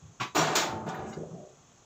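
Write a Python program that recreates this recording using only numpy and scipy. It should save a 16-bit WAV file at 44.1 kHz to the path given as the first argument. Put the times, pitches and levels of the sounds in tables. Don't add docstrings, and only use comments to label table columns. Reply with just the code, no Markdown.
import sys
import numpy as np
from scipy import signal
from scipy.fft import rfft, irfft
from scipy.io import wavfile
from scipy.ndimage import map_coordinates

SR = 44100
rng = np.random.default_rng(int(sys.argv[2]) if len(sys.argv) > 2 else 0)


def digitize_waveform(pressure):
    field = np.atleast_2d(pressure).T
    bounded = np.clip(field, -1, 1)
    quanta = np.round(bounded * 32767).astype(np.int16)
    wavfile.write(sys.argv[1], SR, quanta)


N = 81585
T, HZ = np.arange(N) / SR, np.fft.rfftfreq(N, 1 / SR)
HEAVY_CLUSTER_DB, LIGHT_CLUSTER_DB = 3.5, 7.5
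PRESS_S, PRESS_T60_S, PRESS_HZ = 0.623, 0.82, 1510

# frequency in Hz, relative level in dB, base t60 in seconds.
STRONG_MODES = [(158.1, -7.5, 1.36), (301.2, -1, 0.65), (382.4, 2, 0.75), (428.6, -2.5, 0.46),
                (590, -10.5, 1.12), (659, -10.5, 1), (681.5, -11, 1.08), (739.6, -4.5, 0.95),
                (881, -14, 1.46), (968, -12.5, 1), (1036, -8.5, 0.85), (1162, -11, 0.8), (1218, -12, 0.78),
                (1464, -9.5, 0.55), (1716, -19, 1), (1855, -20.5, 0.9), (2350, -16.5, 0.8),
                (2970, -28, 0.46), (3305, -25, 1.4), (3980, -17.5, 1.3), (4420, -14.5, 0.65),
                (6970, -7.5, 0.45)]
# frequency in Hz, relative spectral level in dB.
DENSE_SPECTRUM = [(25, -28.5), (60, 12), (110, 7), (350, 11), (520, 9), (800, 12), (1400, 8.5), (1900, 2),
                  (4000, 2), (5200, -0.5), (7200, 4.5), (15000, -8)]
# frequency in Hz, base t60 in seconds.
DENSE_DECAY = [(60, 0.46), (160, 3.4), (400, 2.34), (900, 1.285), (1800, 1.32), (3500, 0.94), (7000, 0.68),
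               (15000, 0.2)]
# frequency in Hz, for thump, body, clang, treble and sizzle.
BLOW_BANDS_HZ = [120, 380, 1100, 3200, 7000]
def blow(comb, rise_s, ring_factor, levels_db):
    colour = list(zip(BLOW_BANDS_HZ, levels_db))
    dense_modes = evened(noise(comb * amp(read(DENSE_SPECTRUM, HZ))))
    spectrum = rfft(dense_modes) * amp(read(colour, HZ)) * 2
    out = amp(-11.5) * noise(spectrum) * fade(0.47)
    centres_hz = [hz for hz, t60 in DENSE_DECAY]
    for hz, weights in zip(centres_hz, np.eye(len(centres_hz))):
        band = irfft(spectrum * read(list(zip(centres_hz, weights)), HZ), N)
        out += band * fade(ring_factor * read(DENSE_DECAY, hz))
    out += tones([(hz, db + read(colour, hz), t60 * ring_factor) for hz, db, t60 in STRONG_MODES])
    return out * np.minimum(T / rise_s, 1) ** 0.63


# start in seconds, rise in seconds, factor on the base t60,
# then a gain in dB for each of the five bands.
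SHEET_BLOWS = [(0.348, 0.022, 1, -37, -30.5, -28, -29, -32),
               (0.370, 0.018, 0.3, -53.5, -26.5, -47, -48, -53),
               (0.552, 0.0058, 0.57, -48.5, -39, -31, -25.5, -26.5),
               (0.862, 0.018, 0.96, -46.5, -45.5, -40, -49.5, -58)]
def sheet():
    out = np.zeros(N)
    for start, rise_s, ring_factor, *levels_db in SHEET_BLOWS:
        heavy = start < PRESS_S
        comb = mode_comb(HEAVY_CLUSTER_DB if heavy else LIGHT_CLUSTER_DB)
        ring = blow(comb, rise_s, ring_factor, levels_db)
        if heavy:
            ring = damped(ring, PRESS_HZ, PRESS_T60_S, PRESS_S - start)
        add(out, start, bent(ring, depth=0.0025))
    leaning = damped(out, hz=875, t60=0.65, start=1.166)
    return leaning * fade(t60=0.21, start=1.414)


# frequency in Hz, level in dB, t60 in seconds.
HELD_MODES = [(130.4, -35, 0.17), (373, -49.5, 0.41), (1005, -37.5, 0.22), (1112, -32, 0.12),
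              (1144, -34, 0.2), (1386, -24, 0.056), (1974, -38, 0.15), (2335, -43.5, 0.24),
              (2780, -44, 0.11), (3890, -45.5, 0.26), (4360, -50, .19), (5600, -40, 0.12)]
# frequency in Hz, relative spectral level in dB.
CLATTER_SPECTRUM = [(60, -23), (130, -5), (230, 2.5), (420, -1.5), (520, -11.5), (750, 1.5), (1100, 6),
                    (1700, -1.5), (2400, 1.5), (4000, -7), (5200, -12), (7000, -12), (15000, -36.5)]
def knock(start=0.199, rise_s=0.023):
    out = np.zeros(N)
    clatter = amp(-26) * evened(noise(mode_comb() * amp(read(CLATTER_SPECTRUM, HZ)))) * fade(0.23)
    grip = fade(t60=0.22, start=0.077)
    clank = clatter * grip + tones(HELD_MODES)
    add(out, start, clank * np.minimum(T / rise_s, 1) ** 0.77)
    return out


# frequency in Hz, level in dB, undamped t60 in seconds.
FRAME_RESONANCES = [(341.3, -40, 0.73), (367.2, -36, 0.39), (740, -45, 0.35), (1118, -42.5, 0.79),
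                    (2110, -48.5, 0.76), (2235, -46, 0.54), (2400, -55, 0.19), (3070, -44, 0.46),
                    (3800, -41, 0.32), (4000, -41, 0.38), (4180, -40, 0.16), (4760, -39, 0.11),
                    (5030, -56.5, 0.21), (6874, -44, 0.38)]
def frame(start=0.553, rise_s=0.0028):
    out = np.zeros(N)
    add(out, start, tones(FRAME_RESONANCES) * np.minimum(T / rise_s, 1))
    return damped(out, PRESS_HZ, PRESS_T60_S, PRESS_S)


# frequency in Hz, relative level in dB.
BENDING_MODES = [(160, 2.5), (220, -3.5), (255, -5.5), (378, 1.5), (437, -5), (488, -10.5), (533, -7),
                 (580, -7), (610, 0.5), (660, -8.5), (714, -6), (776, 1.5), (882, 2.5), (1055, -12)]
# start in seconds, length in seconds, level in dB, centre in Hz,
# width in octaves, share of the power in clear tones from 0 to 1.
BENDS = [(0.016, 0.13, -50, 110, 0.48, 0.2), (0.385, 0.15, -35, 144, 0.42, 0.8),
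         (0.604, 0.27, -39.5, 745, 0.53, 0.98), (0.69, 0.22, -43, 111.4, 0.28, 0.01),
         (0.72, 0.16, -42.5, 216, 0.1, 0.45), (0.849, 0.12, -39, 173, 0.23, 0),
         (0.87, 0.31, -44.5, 768, 0.23, 0.84), (0.96, 0.2, -43, 404, 0.41, 0.8),
         (0.98, 0.16, -45.5, 120, 0.6, 0.15), (1.059, 0.11, -45, 222, 0.079, 0.9),
         (1.157, 0.15, -41.5, 146, 0.85, 0.74), (1.159, 0.2, -44.5, 440, 0.41, 0.47),
         (1.305, 0.15, -44, 161, 0.39, 0.23), (1.327, 0.25, -51.5, 422, 0.28, 0.64),
         (1.339, 0.22, -52, 652, 0.16, 0.47)]
def wobble(comb, rise_s=0.015):
    out = np.zeros(N)
    lowpass = 1 / np.sqrt(1 + (HZ / 800) ** 16)
    modes_hz = np.array(BENDING_MODES)[:, 0]
    sines = np.array([tones([(hz, db, np.inf)]) for hz, db in BENDING_MODES])
    for start, length, db, hz, octaves, clear in BENDS:
        boom = bent(noise(comb * hump(hz, octaves) * lowpass), depth=0.0095)
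        boom /= np.sqrt(np.mean(boom[T < length] ** 2))
        song = evened(hump(hz, octaves, modes_hz) @ sines)
        song = np.roll(song, -round(start * SR))
        swell = np.minimum(T / rise_s, 1) * np.maximum(1 - (T / length) ** 2, 0)
        add(out, start, amp(db) * (np.sqrt(1 - clear) * boom + np.sqrt(clear) * song) * swell)
    return out


# start in seconds, peak level in dB, first and last frequency in Hz.
BUCKLES = [(1.170, -36, 101, 652), (1.195, -38, 150, 534), (1.211, -40, 197, 544), (1.229, -35, 281, 836)]
def pops(length_s=0.014):
    out = np.zeros(N)
    progress = np.minimum(T / length_s, 1)
    pulse = np.sin(np.pi * progress) ** 2
    for start, db, from_hz, to_hz in BUCKLES:
        turns = np.cumsum(from_hz + (to_hz - from_hz) * progress) / SR
        add(out, start, amp(db) * pulse * np.sin(2 * np.pi * turns))
    return out


# frequency in Hz, level in dB, t60 in seconds during the skid.
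SKID_MODES = [(5640, -31.5, 0.25), (5700, -37, 0.37), (7170, -37.5, 0.53), (8100, -49, .3)]
def edge_squeal(start=0.374, rise_s=0.012, skid_s=0.056):
    out = np.zeros(N)
    squeal = bent(tones(SKID_MODES), depth=0.0034) * np.minimum(T / rise_s, 1)
    add(out, start, squeal * fade(t60=0.2, start=skid_s))
    return out


# start in seconds, level in dB, centre in Hz,
# t60 in seconds, rise in seconds.
EDGE_TOUCHES = [(0.473, -57, 14500, 0.079, 0.009), (0.875, -44, 3200, 0.12, 0.016),
                (0.887, -41, 6700, 0.073, 0.0044), (0.940, -42.5, 1620, 0.098, 0.005),
                (0.946, -44.5, 14540, 0.028, 0.0082), (1.055, -52, 6950, 0.59, 0.041),
                (1.061, -56, 2350, 0.097, 0.0055), (1.07, -69, 14400, 0.31, 0.038),
                (1.129, -52, 4630, 0.11, 0.0088), (1.304, -48, 1084, 0.11, 0.024)]
def edge_ticks(comb):
    out = np.zeros(N)
    for start, db, hz, t60, rise_s in EDGE_TOUCHES:
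        tick = evened(noise(comb * hump(hz, octaves=0.26)))
        add(out, start, amp(db) * tick * np.minimum(T / rise_s, 1) * fade(t60))
    return out


# frequency in Hz, level in dB, t60 in seconds.
CLINK_MODES = [(1341, -56, 0.14), (1540, -50, 0.096), (2060, -55.5, 0.11), (2136, -53.5, 0.11),
               (2880, -52.5, 0.088), (3760, -58, 0.13)]
def edge_clink(start=1.126, rise_s=0.0043):
    out = np.zeros(N)
    add(out, start, tones(CLINK_MODES) * np.minimum(T / rise_s, 1))
    return out


def room(direct, echoes_per_s=2000, t60=0.21):
    echoes = rng.standard_normal(N) * (rng.random(N) < echoes_per_s / SR) * (T > 0.004) * fade(t60)
    return direct + amp(-8.5) * signal.fftconvolve(direct, echoes / np.linalg.norm(echoes))[:N]


# frequency in Hz, relative spectral level in dB.
WORKSHOP_SPECTRUM = [(25, -15), (60, -5), (140, 3), (260, -5), (620, -7.5), (880, -7.5), (1300, -10.5),
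                     (2000, -19), (3500, -16.5), (5000, -23.5), (5900, -11.5), (6900, -9.5), (7900, -21.5),
                     (9000, -49.5), (16000, -39)]
def background():
    ripple_db = 6 * np.tanh(ripple()) * HZ / (HZ + 2500)
    return amp(-59.5) * evened(noise(amp(read(WORKSHOP_SPECTRUM, HZ) + ripple_db)))


def mode_comb(cluster_db=HEAVY_CLUSTER_DB, gap_hz=14, spread_db=1, blur=0.39):
    offset, strength = rng.random(len(HZ)), rng.standard_normal(len(HZ))
    bins = ((np.arange(len(HZ)) + offset) * gap_hz / HZ[1]).astype(int)
    comb, inside = np.zeros(len(HZ)), bins < len(HZ)
    comb[bins[inside]] = amp(spread_db * strength[inside])
    blurred = np.sqrt(evened(comb) ** 2 + blur ** 2)
    depth_db = cluster_db * HZ / (HZ + 2700)
    trim_db = np.maximum(depth_db - HEAVY_CLUSTER_DB, 0)
    return blurred * amp(depth_db * np.minimum(ripple(), 2) - trim_db)


def tones(modes, waver_hz=2.45):
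    out = np.zeros(N)
    for hz, db, t60 in modes:
        turns = np.cumsum(hz + waver_hz * drift(rate_hz=10)) / SR + rng.random()
        out += amp(db) * fade(t60) * np.sqrt(2) * np.sin(2 * np.pi * turns)
    return out


def bent(x, depth):
    return map_coordinates(x, [np.arange(N) + np.cumsum(depth * drift(rate_hz=8.4))], order=3)


def damped(x, hz, t60, start):
    low = signal.sosfiltfilt(signal.butter(4, hz, fs=SR, output="sos"), x)
    return low + (x - low) * fade(t60, start)


def ripple(delay_s=0.0039):
    return evened(rfft(rng.standard_normal(N) * T * np.exp(-(T / delay_s) ** 2)).real)


def drift(rate_hz, count=256):
    hz = np.fft.rfftfreq(count, T[-1] / count)
    spectrum = rfft(rng.standard_normal(count)) * np.exp(-(hz / rate_hz) ** 2) * (hz > 0)
    return np.interp(T, np.linspace(0, T[-1], count), evened(irfft(spectrum)))


def noise(spectrum):
    return irfft(spectrum * np.exp(2j * np.pi * rng.random(len(HZ))), N)


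def hump(centre_hz, octaves, hz=HZ):
    return np.exp(-.5 * (np.log2((hz + 1) / centre_hz) / octaves) ** 2)


def fade(t60, start=0):
    return np.exp(-np.log(1000) * np.maximum(T - start, 0) / t60)


def read(points, hz):
    points_hz, values = np.transpose(points)
    return np.interp(np.log(hz + 1), np.log(points_hz), values)


def amp(db):
    return 10 ** (np.asarray(db) / 20)


def evened(x):
    return x / np.sqrt(np.mean(x ** 2) + 1e-20)


def add(mix, start, sound):
    part = mix[round(start * SR):]
    part += sound[:len(part)]


# frequency in Hz, gain in dB.
MIC_RESPONSE = [(7200, 0.5), (8000, -8.5), (9200, -19.5), (11500, -16), (12800, -3), (15300, 5)]
def scene():
    impacts = knock() + sheet()
    light_comb = mode_comb(LIGHT_CLUSTER_DB)
    impacts += frame() + edge_ticks(light_comb)
    metal = room(impacts) + wobble(mode_comb()) + pops() + edge_squeal() + edge_clink()
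    coloured = irfft(rfft(metal) * amp(read(MIC_RESPONSE, HZ)), N)
    return (coloured + background())[None]


def record(dry, cutoff_hz=15600):
    lowpass = signal.firwin(511, cutoff_hz, window=("kaiser", 9), fs=SR)
    return signal.oaconvolve(dry, lowpass[None], "same")


dry = scene()
out = record(dry)
digitize_waveform(out)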